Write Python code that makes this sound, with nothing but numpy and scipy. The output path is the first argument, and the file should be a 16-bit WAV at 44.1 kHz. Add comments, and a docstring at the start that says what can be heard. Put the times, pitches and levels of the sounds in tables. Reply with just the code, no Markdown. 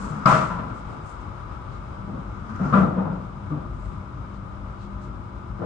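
"""Wheels knock, grind and clank sharply over a rail joint, heard from beside the track: a rail carriage
is being pushed slowly onto the steel deck of a ferry. Later comes a heavy thump among smaller ones.
Each blow booms a deck panel and rings wheel and rail; the steel walls ring on.
Underneath are wheel rumble, ventilation noise, soft scuffs and the hum of the ship's machinery."""
import sys
import numpy as np
from scipy import signal
from scipy.fft import rfft, irfft, next_fast_len
from scipy.io import wavfile
from scipy.ndimage import uniform_filter1d, minimum_filter1d

SR = 44100
rng = np.random.default_rng(int(sys.argv[2]) if len(sys.argv) > 2 else 0)


def int16_out(signal):
    """Quantize to a 16-bit WAV file."""
    q = np.round(np.clip(np.atleast_2d(signal).T, -1, 1) * 32767)
    wavfile.write(sys.argv[1], SR, q.astype(np.int16))


N = 249165

# wheels on joints; hardness 0 is cushioned, 1 is bare steel:
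# start_s, force_db, hardness, panel_hz, boom_db, favoured_hz
WHEEL_BLOWS = [ (0.000, -32.5, 0, 191.5, -34, 1320), (0.040, -31.5, 0.2, 195, -40, 397),
               (0.103, -34, 0.4, 150, -25.5, 1300), (0.14, -48, 0.6, 204.5, -28.5, 1410),
               (0.256, -15.5, 1, 137.5, -16.5, 1240), (0.284, -19.5, 0.99, 193, -21.5, 1000),
               (0.303, -20, 0.93, 151.4, -20.5, 1450), (0.338, -21.5, 0.94, 139.5, -24.5, 636),
               (0.372, -24.5, 0.9, 151, -37, 940), (0.411, -27.5, 0.92, 172, -24.5, 1220),
               (0.500, -28.5, 0.87, 174.4, -27.5, 990), (0.585, -26.5, 0.74, 177.4, -30.5, 1040),
               (0.690, -31.5, 0.67, 249, -43, 1290), (0.89, -31, 0.2, 116, -36, 1240),
               (2.074, -26.5, 0.1, 204.6, -29, 325), (2.13, -32, 0.2, 248, -31, 557),
               (2.594, -24.5, 0.4, 147.8, -25, 1300), (2.609, -22.5, 0.3, 192.2, -18, 1380),
               (2.649, -23, 0.1, 149.6, -20.5, 298), (2.724, -22, 0.86, 159, -21, 1216),
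               (2.734, -15.5, 0.77, 195.7, -11, 1244), (2.747, -15, 0.64, 157.6, -22.5, 1310),
               (2.760, -15.5, 0.57, 193.4, -10, 552), (2.782, -27, 0.2, 98.2, -31, 1260),
               (2.823, -15, 0.41, 189.3, -14, 1310), (2.868, -29.5, 0.2, 276.5, -26, 550),
               (2.955, -21, 0.2, 180.7, -24.5, 490), (2.977, -20, 0.42, 186.8, -17.5, 864),
               (3.050, -22.5, 0.41, 161.1, -21, 990), (3.100, -31, 0.55, 187.6, -25, 1390),
               (3.502, -26, 0.35, 150.6, -21.5, 1220), (3.516, -30.5, 0.4, 298, -22.5, 1190),
               (3.556, -29.5, 0.3, 247, -31, 1270), (5.590, -26, 0.2, 330, -33, 347),
               (5.615, -20.5, 0.32, 201, -25.5, 487)]
# wheel and rail modes: pitch_hz
STEEL_HZ = [474, 527, 569, 633, 694, 787, 827, 954, 1007, 1035, 1069, 1151, 1198, 1248, 1335, 1385, 1431,
            1553, 1690, 1993, 2223, 2390, 2498, 2681, 2869, 3321, 3607, 3817]
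# their strengths: level_db
STEEL_DB = [-5, -11.5, -12.5, -3, -11.5, -17, -14, -7.5, -5.5, -7, -16, -5, -6.5, -7, -3.5, -5.5, -9.5, -7,
            -18.5, -18, -19, -24.5, -25.5, -25, -24, -26.5, -33.5, -23]
# noise spectra: freq_hz, relative_density_db
DECK_SPECTRUM = [(50, -25), (110, -6.5), (160, 5.5), (270, -3), (420, -9), (600, -8), (850, -12.5),
                 (1400, -22), (3000, -57.5), (9000, -81)]  # weak modes of the deck
GEAR_SPECTRUM = [(300, -19.5), (800, -6), (1000, -5.5), (1300, 0.5), (1450, -3), (1620, -11), (2200, -21),
                 (3000, -26.5), (4200, -35), (9000, -74.5)]  # weak modes of the running gear
CRACK_SPECTRUM = [(1000, -25), (1900, 12), (2700, 5), (3800, -0.5), (5000, -2.5), (6300, -6.5),
                  (7800, -4.5), (9300, -10), (11000, -32.5)]  # hard contact
RUMBLE_SPECTRUM = [(10, -26.5), (25, -19), (38, -12.5), (50, 4.5), (75, -2.5), (115, -1.5), (165, -9.5),
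                   (240, -15), (330, -16), (450, -26.5), (900, -75)]  # rolling wheels
RUSH_SPECTRUM = [(150, -11.5), (450, -2), (620, -3), (800, -2.5), (1000, -0.5), (1250, 1), (1420, -1),
                 (1750, -13), (2700, -18.5), (4000, -23), (5000, -31), (6300, -35), (9000, -35),
                 (11000, -53)]  # fans and wheels
SCUFF_SPECTRUM = [(2000, -28), (3600, -8), (4300, -3.5), (5200, -6), (6200, -4.5), (7600, 2.5),
                  (9500, -3.5), (11500, -27)]  # high hiss
GRIND_SPECTRUM = [(120, -11), (200, 16.5), (330, 0.5), (600, -26), (900, -4.5), (1300, 5.5), (1450, 0),
                  (1700, -12), (3500, -31), (5000, -31.5), (7600, -38.5), (10500, -48)]  # wheel friction
# resonances driven by fans and rolling: centre_hz, width_hz, gain_db
RUSH_PEAKS = [(554, 30, 4), (640, 30, 4), (840, 60, 5.5), (982, 50, 7), (1135, 73, 2), (1218, 40, 6),
              (1290, 37, 3.5), (1347, 30, 6), (1510, 20, 4), (2204, 98, 5.5), (2870, 240, -0.5),
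              (3800, 350, 1), (4300, 400, -2.5), (5030, 250, 4.5)]
# swells of hiss: centre_s, half_width_s, level_db, tilt_db_per_octave
SCUFFS = [(0.017, 0.14, -55.5, -3.5), (0.783, 0.04, -66.5, -3), (0.917, 0.039, -70, -2),
          (1.098, 0.06, -64, 0), (1.212, 0.017, -70, -5), (1.744, .044, -59.5, -22), (3.847, 0.11, -70, -5),
          (4.353, 0.03, -67, -18), (4.835, .04, -59.5, -20), (5.039, .035, -64, -13)]
# a wheel loads a joint, then drops off: drop_s, level_db, build_s
GRINDS = [(0.245, -35, 0.79), (2.72, -29.5, 0.21)]
# machinery lines: pitch_hz, level_db
HUM_LINES = [(49.4, -43), (98.5, -43.5), (122, -48.5), (147.5, -51.5), (196.7, -44), (245, -54),
             (296.1, -54), (353, -53.5), (394, -66), (542, -64.5), (608.3, -59.5), (1220, -60)]
# first bite of steel on steel: start_s, level_db, t60_s
BITE = (0.2575, -29.5, 0.031)
# its bright modes: pitch_hz, relative_db
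BITE_MODES = [(2150, 9), (3950, 2), (4620, 3.5), (4880, -2), (5120, 0), (5450, -6), (6250, -35),
              (7400, -10)]
# likeness of the two microphones: freq_hz, correlation
MIC_CORRELATION = [(50, 0.82), (150, 0.85), (220, 0.88), (330, 0.28), (550, 0.033), (9000, 0.025)]
# shading of the right microphone: freq_hz, left_minus_right_db
MIC_SHADE = [(45, 3), (100, 5), (200, 4), (500, 4), (800, 2.5), (1230, 9), (1600, -2), (2700, 4.5),
             (3900, 0), (5000, 11.5), (6500, 15.5), (8000, 7), (9200, 1)]

# cushioned, bare steel; levels relative to the force
CONTACT_S = (0.0049, 0.0017)
RING_DB = (-27, 4)
CRACK_DB = (-95.5, -11)


def undb(db):
    """Decibels to gain."""
    return 10 ** (np.asarray(db) / 20)


def unit_rms(x):
    """Scale to rms 1."""
    return x / np.sqrt(np.mean(x ** 2))


def on_bins(points, size):
    """Interpolate (freq_hz, value) points onto FFT bins, on a log axis."""
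    hz, value = np.transpose(points)
    return np.interp(np.log(np.fft.rfftfreq(size, 1 / SR) + 1), np.log(hz), value)


def resonance_db(freq_hz, peaks):
    """Summed gain of (centre_hz, width_hz, gain_db) resonances."""
    return sum(db / (1 + (2 * (freq_hz - hz) / width_hz) ** 2) for hz, width_hz, db in peaks)


def noise(spectrum, size, peaks=()):
    """Coloured stereo noise, rms 1: correlated in the bass, diffuse above."""
    span = next_fast_len(size, True)
    colour_db = on_bins(spectrum, span) + resonance_db(np.fft.rfftfreq(span, 1 / SR), peaks)
    mid, side = rfft(rng.standard_normal((2, span)))
    alike = np.clip(on_bins(MIC_CORRELATION, span), 0, 1)
    mid, side = mid * np.sqrt(1 + alike), side * np.sqrt(1 - alike)
    channels = np.array([mid + side, mid - side]) * undb(colour_db)
    return unit_rms(irfft(channels, span)[:, :size])


def wander(rate_hz):
    """Smooth random drift, rms 1."""
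    hold = int(SR / rate_hz)
    steps = np.repeat(rng.standard_normal(N // hold + 1), hold)
    return unit_rms(uniform_filter1d(uniform_filter1d(steps, hold), hold)[:N])


def decay(t, t60_s):
    """Free decay, 60 dB down at t60_s."""
    return np.exp(-np.log(1000) * t / t60_s)


def tailed_decay(t, t60_s, tail_db, tail_t60_s):
    """Decay of a struck part plus a weaker tail held by the steel walls."""
    return np.hypot(decay(t, t60_s), undb(tail_db) * decay(t, tail_t60_s))


def add(out, start_s, sound):
    """Mix a sound in at start_s."""
    start = max(int(start_s * SR), 0)
    part = sound[..., :max(N - start, 0)]
    out[:, start:start + part.shape[-1]] += part


def panel_boom(t, pitch_hz, mid_panel_hz=171.6):
    """Low note of a struck deck panel; smaller, higher panels die sooner."""
    scaled_t = t * pitch_hz / mid_panel_hz
    envelope = tailed_decay(scaled_t, t60_s=0.38, tail_db=-22, tail_t60_s=0.8)
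    return envelope * np.sin(2 * np.pi * pitch_hz * t)


def steel_modes(t, max_beat_hz=9, twin_db=-5):
    """Wheel and rail modes as beating pairs, phased apart at the microphones: (channel, mode, time)."""
    start, spread, twin_start, split = rng.random((4, len(STEEL_HZ)))
    mic_phase = 2 * np.pi * start + .8 * np.pi * np.array([spread - .5, .5 - spread])
    phase = mic_phase[:, :, None] + 2 * np.pi * np.outer(STEEL_HZ, t)
    beat_phase = 2 * np.pi * (twin_start[:, None] + np.outer(max_beat_hz * (2 * split - 1), t))
    pairs = np.sin(phase) + undb(twin_db) * np.sin(phase + beat_phase)
    return pairs * tailed_decay(t, t60_s=0.33, tail_db=-19, tail_t60_s=1.0)


def blows_and_rebounds(t, gap_s=.042, gap_scatter=.12, rebound_db=-9):
    """Each blow with its boom; the wheel then drops back once, too lightly to boom the panel."""
    for start_s, force_db, hardness, panel_hz, boom_db, favoured_hz in WHEEL_BLOWS:
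        yield start_s, force_db, hardness, undb(boom_db) * panel_boom(t, panel_hz), favoured_hz
        rebound_s = start_s + gap_s * np.exp(gap_scatter * rng.standard_normal())
        yield rebound_s, force_db + rebound_db, hardness, 0, favoured_hz


def wheel_blows(deck_db=-8.5, modes_db=-10, gear_db=-2, crack_swell_s=0.033,
                noise_favour_db=7.5, mode_favour_db=11, favour_width_hz=160):
    """Wheels strike joints, shaking the deck; harder, shorter contacts ring the steel more and crack."""
    out, size = np.zeros((2, N)), 3 * SR // 4
    t = np.arange(size) / SR
    deck_envelope = tailed_decay(t, t60_s=0.6, tail_db=-4, tail_t60_s=0.85)
    gear_envelope = tailed_decay(t, t60_s=0.31, tail_db=-13, tail_t60_s=0.92)
    crack_envelope = tailed_decay(t, t60_s=0.43, tail_db=-9, tail_t60_s=0.4)
    crack_envelope *= 1 - np.exp(-t / crack_swell_s)  # builds up between the walls
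    modes = steel_modes(t)
    for start_s, force_db, hardness, boom, favoured_hz in blows_and_rebounds(t):
        contact_s = np.interp(hardness, (0, 1), CONTACT_S)
        ring_db = np.interp(hardness, (0, 1), RING_DB)
        crack_db = np.interp(hardness, (0, 1), CRACK_DB)
        # the point of contact favours some modes
        noise_peak = [(favoured_hz, favour_width_hz, noise_favour_db)]
        lift_db = resonance_db(np.array(STEEL_HZ), [(favoured_hz, favour_width_hz, mode_favour_db)])
        deck = undb(deck_db) * deck_envelope * noise(DECK_SPECTRUM, size, noise_peak)
        tones = undb(modes_db + np.array(STEEL_DB) + lift_db) @ modes
        gear = undb(gear_db) * gear_envelope * noise(GEAR_SPECTRUM, size, noise_peak)
        crack = undb(crack_db) * crack_envelope * noise(CRACK_SPECTRUM, size)
        ring = undb(ring_db) * (tones + gear)
        attack = 1 - np.exp(-t / contact_s)
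        add(out, start_s, attack * (boom + undb(force_db) * (deck + ring + crack)))
    return out


def rolling_and_fans(rumble_db=-37.5, fan_db=-45, rolling_extra_db=6, slowing_s=2.1):
    """Wheel rumble through the deck, and a rush that settles to fan level as the carriage slows."""
    speed = np.exp(-np.arange(N) / SR / slowing_s)
    rumble = noise(RUMBLE_SPECTRUM, N) * undb(rumble_db + 1.3 * wander(rate_hz=12))
    rush = noise(RUSH_SPECTRUM, N, RUSH_PEAKS)
    rush_db = fan_db + rolling_extra_db * speed + .5 * wander(rate_hz=23)
    return rumble + rush * undb(rush_db)


def machinery(waver_db=3, waver_rad=0.33, hidden_db=-11, emerge_s=0.99):
    """Engine and fan lines waver in level and phase, rising from behind the rolling noise."""
    t = np.arange(N) / SR
    hum = np.zeros(N)
    for pitch_hz, level_db in HUM_LINES:
        gain = undb(level_db + waver_db * wander(rate_hz=12))
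        hum += gain * np.sin(2 * np.pi * pitch_hz * t + waver_rad * wander(rate_hz=12))
    return undb(hidden_db * np.exp(-t / emerge_s)) * hum


def scuffs(grain_db=1.5):
    """Short grainy swells of hiss, some duller than others."""
    out, size = np.zeros((2, N)), SR // 2
    for centre_s, half_width_s, level_db, tilt_db_per_octave in SCUFFS:
        start_s = max(centre_s - size / SR / 2, 0)
        t = start_s + np.arange(size) / SR
        spectrum = [(hz, db + tilt_db_per_octave * np.log2(hz)) for hz, db in SCUFF_SPECTRUM]
        swell = np.exp(-((t - centre_s) / half_width_s) ** 2)
        add(out, start_s, undb(level_db) * swell * noise(spectrum, size))
    return out * undb(grain_db * wander(rate_hz=120))


def grinding(rough_db=1.5, release_s=0.024):
    """Uneven friction grows as a wheel loads a joint and dies as it drops off."""
    t = np.arange(N) / SR
    load = sum(undb(level_db) * np.exp(np.minimum((t - drop_s) / build_s, (drop_s - t) / release_s))
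               for drop_s, level_db, build_s in GRINDS)
    return noise(GRIND_SPECTRUM, N) * load * undb(rough_db * wander(rate_hz=54))


def steel_bite(snap_db=-3, punch_db=-13, punch_hz=185, punch_t60_s=0.087, attack_s=0.0013):
    """Edge of the first clank: short high modes, a snap of noise and a low punch into the deck."""
    out = np.zeros((2, N))
    start_s, level_db, t60_s = BITE
    t = np.arange(SR // 5) / SR
    phases = 2 * np.pi * rng.random((len(BITE_MODES), 2, 1))
    ring = sum(undb(db) * np.sin(2 * np.pi * hz * t + phase)
               for (hz, db), phase in zip(BITE_MODES, phases))
    snap = undb(snap_db) * noise(CRACK_SPECTRUM, len(t))
    bright = undb(level_db) * decay(t, t60_s) * (ring + snap)
    punch = undb(punch_db) * decay(t, punch_t60_s) * np.sin(2 * np.pi * punch_hz * t)
    add(out, start_s, (1 - np.exp(-t / attack_s)) * (bright + punch))
    return out


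def scene():
    """Blows over the steady sound of ship and carriage."""
    return wheel_blows() + steel_bite() + grinding() + machinery() + rolling_and_fans() + scuffs()


def record(dry):
    """Shaded, duller right microphone; fast peak limiter; steep low-pass."""
    ceiling, cutoff_hz = .95, 10900
    size = next_fast_len(N + SR // 10, True)
    shade_db = on_bins(MIC_SHADE, size) / 2
    shaded = irfft(rfft(dry, size) * undb(np.array([shade_db, -shade_db])), size)[:, :N]
    hold = SR // 300
    gain = ceiling / np.maximum(np.abs(shaded).max(axis=0), ceiling)
    limited = shaded * uniform_filter1d(minimum_filter1d(gain, hold), hold)
    return signal.sosfilt(signal.ellip(8, .2, 70, cutoff_hz, fs=SR, output="sos"), limited)


dry = scene()
out = record(dry)
int16_out(out)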